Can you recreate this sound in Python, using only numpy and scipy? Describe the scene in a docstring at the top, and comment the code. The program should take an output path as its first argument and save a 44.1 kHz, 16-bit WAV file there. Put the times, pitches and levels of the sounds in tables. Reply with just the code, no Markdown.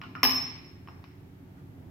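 """In a hard-walled workshop a steel pipe is set into a cutting machine on a steel bench: light knocks,
one hard clank with fading bounces, then small taps as it settles. Each contact is a filtered noise
burst that excites decaying modes: the pipe wall high and bright, the frame, bench and clamp lower.
Diffuse echoes follow the knocks. Coloured noise makes a low rumble, faint hiss and the brush of a
sleeve; wavering sinusoids make the hum of distant machinery."""
import sys
import numpy as np
from scipy import signal
from scipy.fft import rfft, irfft, next_fast_len
from scipy.io import wavfile
from scipy.ndimage import map_coordinates

SR = 44100
rng = np.random.default_rng(int(sys.argv[2]) if len(sys.argv) > 2 else 0)


def put_to_file(sound):
    """Save the sound as 16-bit audio at rate SR, in the file named by the first command-line argument."""
    columns = np.atleast_2d(sound).T  # one column per channel
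    safe = np.clip(columns, -1, 1)
    whole_steps = np.round(safe * 32767)
    wavfile.write(sys.argv[1], SR, whole_steps.astype(np.int16))


N = 83790


def amp(db):
    """Level law: decibels to a linear amplitude gain."""
    return 10 ** (np.asarray(db) / 20)


def unit(x):
    """Power normalisation: scale to an rms of 1."""
    return x / np.sqrt(np.mean(np.abs(x) ** 2) + 1e-20)


def along(points, hz):
    """Logarithmic pitch scale: interpolate (Hz, value) points over log frequency."""
    point_hz, value = np.transpose(points)
    return np.interp(np.log(hz + 1), np.log(point_hz + 1), value)


def fade(t, t60):
    """Exponential decay: the level falls 60 dB in t60 seconds."""
    return np.exp(-np.log(1000) * t / t60)


def wobble(rate):
    """Slow random modulation: a smooth curve of rms 1 through `rate` random knots a second."""
    knots = rng.standard_normal(N // 100)
    position = np.arange(N) * rate / SR + 2
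    return unit(map_coordinates(knots, [position], mode="wrap"))


def coloured(x, gain):
    """Minimum-phase filtering: folding the cepstrum gives a causal filter of the wanted gain."""
    n = x.shape[-1]
    m = 2 * next_fast_len(n // 2 + 2048)
    log_gain = np.log(np.maximum(gain(np.fft.rfftfreq(m, 1 / SR)), 1e-6))
    cepstrum = irfft(log_gain)
    cepstrum[1:m // 2] *= 2
    cepstrum[m // 2 + 1:] = 0
    response = np.exp(rfft(cepstrum))
    return irfft(rfft(x, m) * response, m)[..., :n]


def stereo(mid, side):
    """Mid-side principle: left is the sum, right the difference."""
    return np.array([mid + side, mid - side])


def add(track, sound, s):
    """Superposition: mix a sound into the track from second s on."""
    start = max(round(s * SR), 0)
    track[:, start:start + sound.shape[1]] += sound[:, :N - start]


# Stereo width of diffuse sound. Each row: frequency in Hz, side over mid level in dB.
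DIFFUSE_WIDTH = [(100, -15), (280, -10), (550, -3.5), (1100, 1), (5000, 1), (13000, 1)]


def air(spectrum):
    """Diffuse field: independent mid and side noise share a spectrum, with the bass kept central."""
    noise = rng.standard_normal((2, N))
    mid, side = unit(coloured(noise, lambda hz: amp(along(spectrum, hz))))
    return stereo(mid, coloured(side, lambda hz: amp(along(DIFFUSE_WIDTH, hz))))


# Hum of distant machinery. Each row: frequency in Hz, rms level in dB before the lean to the right.
MACHINERY_HUM = [(88, -65), (149, -60), (186, -61), (282, -64), (359, -68)]
HUM_WAVER, HUM_WAVER_PER_S = 0.2, 9  # depth as a ratio, knots per second


def machinery_hum():
    """Narrow-band modulation: random amplitude and phase sway make each steady tone waver."""
    t = np.arange(N) / SR
    hum = np.zeros(N)
    for hz, db in MACHINERY_HUM:
        sway = wobble(HUM_WAVER_PER_S) + 1j * wobble(HUM_WAVER_PER_S)
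        tone = np.real((1 + HUM_WAVER * sway) * np.exp(2j * np.pi * hz * t))
        hum += amp(db) * unit(tone)
    return hum


# Spectrum of the low rumble. Each row: frequency in Hz, relative level in dB per Hz.
RUMBLE_SPECTRUM = [(25, -27.5), (58, -13.5), (95, -1.5), (157, -7), (214, -15.5), (273, -6), (310, -13.5),
                   (361, -13.5), (430, -21.5), (540, -27), (920, -28), (1300, -60)]
# Spectrum of the hiss. Each row: frequency in Hz, relative level in dB per Hz.
HISS_SPECTRUM = [(600, -31.5), (1100, -2), (2000, -5), (4000, -14.5), (8000, -22.5), (10000, -23.5),
                 (13000, -14.5), (15500, -20)]
RUMBLE_DB, RUMBLE_SWAY_DB, HISS_DB = -49, 1.5, -70


def background():
    """Incoherent addition: swaying rumble and hum, a little to the right, with faint hiss."""
    rumble = amp(RUMBLE_DB + RUMBLE_SWAY_DB * wobble(9)) * air(RUMBLE_SPECTRUM)
    low = rumble + machinery_hum()
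    lean_right = amp(stereo(0, -0.65))[:, None]  # left down, right up by 0.65 dB
    return low * lean_right + amp(HISS_DB) * air(HISS_SPECTRUM)


def soft(hz, dull_hz):
    """Contact time: a softer contact lasts longer and excites less treble."""
    return 1 / np.sqrt(1 + (hz / dull_hz) ** 6)


# Decay of the room. Each row: frequency in Hz, time to fall 60 dB in seconds.
ROOM_DECAY = [(200, 0.42), (1000, 0.87), (2300, 0.95), (5000, 0.79), (8000, .5), (13000, 0.38)]
# Colour of the room. Each row: frequency in Hz, relative level in dB.
ROOM_SPECTRUM = [(200, 17), (1100, -6.5), (2300, -2.5), (3000, -11), (4000, 1.5), (7000, 3), (13000, -3)]
ROOM_DB, ROOM_DELAY_S = -2, 0.00442  # echo over input energy, build-up time


def workshop(x):
    """Reverberation: convolution with noise that decays slowest in the middle frequencies."""
    hz, t, bands = signal.stft(rng.standard_normal((2, SR)), SR, nperseg=256)
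    decay = fade(t, along(ROOM_DECAY, hz)[:, None])
    bands = bands * decay * amp(along(ROOM_SPECTRUM, hz))[:, None]
    bands[1] *= amp(along(DIFFUSE_WIDTH, hz))[:, None]
    tail = signal.istft(bands, SR, nperseg=256)[1]
    tail_t = np.arange(tail.shape[1]) / SR
    tail = tail * (1 - np.exp(-(tail_t / ROOM_DELAY_S) ** 2))
    tail = tail / np.linalg.norm(tail[0])
    mid, side = signal.fftconvolve(x[None], tail, axes=1)[:, :len(x)]
    return amp(ROOM_DB) * stereo(mid, side)


# Colour common to all contacts. Each row: frequency in Hz, relative level in dB.
KNOCK_COLOUR = [(100, -23), (260, -21), (550, -12.5), (720, -3), (1130, 4.5), (1350, -5.5), (1800, -3),
                (2400, -5), (2950, -3), (3400, -10.5), (4700, -12.5), (5300, -4), (5900, -13.5),
                (8000, -24), (10300, -29.5), (12200, 1), (14500, -8)]
KNOCK_T60_S, KNOCK_RISE_S = 0.0063, 0.00036  # decay and rise of the crack
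CLATTER_DB, CLATTER_T60_S = -16.5, 0.065  # relative to the crack
CONTACT_PEAK_DB, CONTACT_PEAK_OCTAVES = 6.5, 0.37  # height and spread of the struck spot's peak
KNOCK_WIDTH = 0.47  # side over mid ratio


def knock(pitch_hz, dull_hz):
    """Impact excitation: a crack and brief clatter, pitched by the struck spot, then the room."""
    t = np.arange(SR) / SR
    crack_and_clatter = fade(t, KNOCK_T60_S) + amp(CLATTER_DB) * fade(t, CLATTER_T60_S)
    shape = crack_and_clatter * (1 - np.exp(-t / KNOCK_RISE_S))

    def colour(hz):
        """Spectral shaping: common colour, a peak at the struck spot and the contact's softness."""
        octaves = np.log2((hz + 1) / pitch_hz)
        spot_db = CONTACT_PEAK_DB * np.exp(-.5 * (octaves / CONTACT_PEAK_OCTAVES) ** 2)
        return amp(along(KNOCK_COLOUR, hz) + spot_db) * soft(hz, dull_hz)

    bursts = rng.standard_normal((2, SR)) * shape
    impulse = t == 0
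    parts = coloured(np.vstack([bursts, impulse]), colour)
    # all three get the energy of the envelope
    mid, side, push = parts * np.linalg.norm(shape) / np.linalg.norm(parts, axis=1, keepdims=True)
    return stereo(mid, KNOCK_WIDTH * side) + workshop(push)


FLUTTER_PER_S, SHIMMER_PER_S = 32, 130  # random knots per second
SHIMMER_DB = -9  # relative to the slow beats


def flutter(t):
    """Interference: a reflected mode sways in slow random beats and a fainter fast shimmer."""
    slow, fast = [map_coordinates(rng.standard_normal(len(t)), [t * rate + 2], mode="wrap")
                  for rate in (FLUTTER_PER_S, SHIMMER_PER_S)]
    return slow + amp(SHIMMER_DB) * fast


RING_RISE_S, RING_BUILD_S = 0.0011, 0.0033  # time constants of direct and reflected sound
RING_DIRECT_DB, RING_ROOM_DB = -2.5, -1.5


def ring(modes, dull_hz):
    """Modal decay: struck modes build up reflections that flutter differently at each ear."""
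    t = np.arange(SR) / SR
    knots = np.linspace(0, 1, num=500)  # seconds, a coarse grid for the envelopes
    out = np.zeros((2, SR))
    direct = amp(RING_DIRECT_DB) * (1 - np.exp(-knots / RING_RISE_S))
    build_up = amp(RING_ROOM_DB) * (1 - np.exp(-knots / RING_BUILD_S))
    for hz, db, t60 in modes:
        a, b, c, d = [flutter(knots) for _ in range(4)]
        decay = fade(knots, t60)
        energy = decay ** 2

        def even(z):
            """Energy normalisation: rms 1 as weighted by the decaying mode."""
            return z / np.sqrt(np.average(np.abs(z) ** 2, weights=energy))

        mid = even(a + 1j * b - np.average(a, weights=energy))
        side = amp(along(DIFFUSE_WIDTH, hz)) * even(c + 1j * d)
        swing = direct + build_up * stereo(mid, side)
        swing = amp(db) * soft(hz, dull_hz) * decay * swing
        phase = (2 * np.pi * (hz * t + rng.random())).astype(np.float32)
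        cos, sin = np.cos(phase), np.sin(phase)
        out += [np.interp(t, knots, ear.real) * cos + np.interp(t, knots, ear.imag) * sin
                for ear in swing]
    return out


# Contacts of pipe and machine. Each row: start in seconds, knock level in dB, knock pitch in Hz,
# frequency in Hz above which it is dull, then pipe, frame and clamp ring levels in dB.
CONTACT_EVENTS = [(.0150, -30, 2930, 3650, -68, -55.5, -49.5), (0.036, -35, 2700, 3700, -62, -62.5, -60.5),
                  (0.152, -27.5, 1950, 2660, -42, -55.5, -42.5), (.231, -6, 2800, 6580, -19.5, -34, -49),
                  (0.2506, -15, 2350, 5500, -22, -48, -63), (0.298, -36.5, 2420, 3140, -12.5, -50.5, -69),
                  (.403, -45.5, 2400, 2980, -27.5, -68, -72), (0.8742, -37.5, 1566, 3260, -56, -74, -72),
                  (.885, -33.5, 896, 2626, -50.5, -68.5, -62), (1.0405, -39, 2520, 4700, -70, -88, -68)]
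# Modes of the pipe wall. Each row: frequency in Hz, relative level in dB, 60 dB decay in seconds.
PIPE_MODES = [(5242, -16, .42), (5318, 0, .57), (5364, -12, .57), (11480, -10, .24), (11660, 3, .28),
              (12180, -3, .32), (12300, -7, .26), (12540, -6, .18), (13620, 10, .21), (15110, -3, .24),
              (15515, -2, .18)]
# Modes of machine frame and bench. Each row: frequency in Hz, relative level in dB, 60 dB decay in seconds.
FRAME_MODES = [(255, 4, .62), (400, -7, .5), (675, -9, .45), (737, -7, .3), (867, -6, .28), (1023, -6, .65),
               (1071, -7, .6), (1178, -1, .52), (1703, -5, .35), (2380, -6, .65), (2449, -7, .6),
               (2732, -3, .32), (2879, -2, .32), (3000, -2, .3)]
# Modes of the loose clamp. Each row: frequency in Hz, relative level in dB, 60 dB decay in seconds.
CLAMP_MODES = [(1250, 0, .22), (1340, -2, .22), (1440, -1, .24)]


def pipe():
    """Linear superposition: every contact knocks and sets pipe, frame and clamp ringing anew."""
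    out = np.zeros((2, N))
    for s, knock_db, pitch_hz, dull_hz, pipe_db, frame_db, clamp_db in CONTACT_EVENTS:
        contact = amp(knock_db) * knock(pitch_hz, dull_hz)
        contact += amp(pipe_db) * ring(PIPE_MODES, dull_hz)
        contact += amp(frame_db) * ring(FRAME_MODES, dull_hz)
        contact += amp(clamp_db) * ring(CLAMP_MODES, dull_hz)
        add(out, contact, s)
    return out


# Spectrum of the cloth noise. Each row: frequency in Hz, relative level in dB.
CLOTH_SPECTRUM = [(500, -14), (1400, 0), (3000, -18.5), (12000, -29)]
RUSTLE_S, RUSTLE_LENGTH_S = 1.585, .025  # centre and standard deviation of the swell
RUSTLE_DB = -68


def sleeve():
    """Friction noise: cloth brushes past in a faint Gaussian swell as the arm swings."""
    t = np.arange(N) / SR
    swell = np.exp(-.5 * ((t - RUSTLE_S) / RUSTLE_LENGTH_S) ** 2)
    return amp(RUSTLE_DB) * swell * air(CLOTH_SPECTRUM)


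def scene():
    """Superposition: background, pipe and sleeve sound together."""
    return background() + pipe() + sleeve()


TOP_HZ = 15900


def record(dry):
    """Band limiting: nothing at or above the top frequency is kept."""
    m = 2 * next_fast_len(N)
    passed = np.fft.rfftfreq(m, 1 / SR) < TOP_HZ
    return irfft(rfft(dry, m) * passed, m)[:, :N]


dry = scene()
out = record(dry)
put_to_file(out)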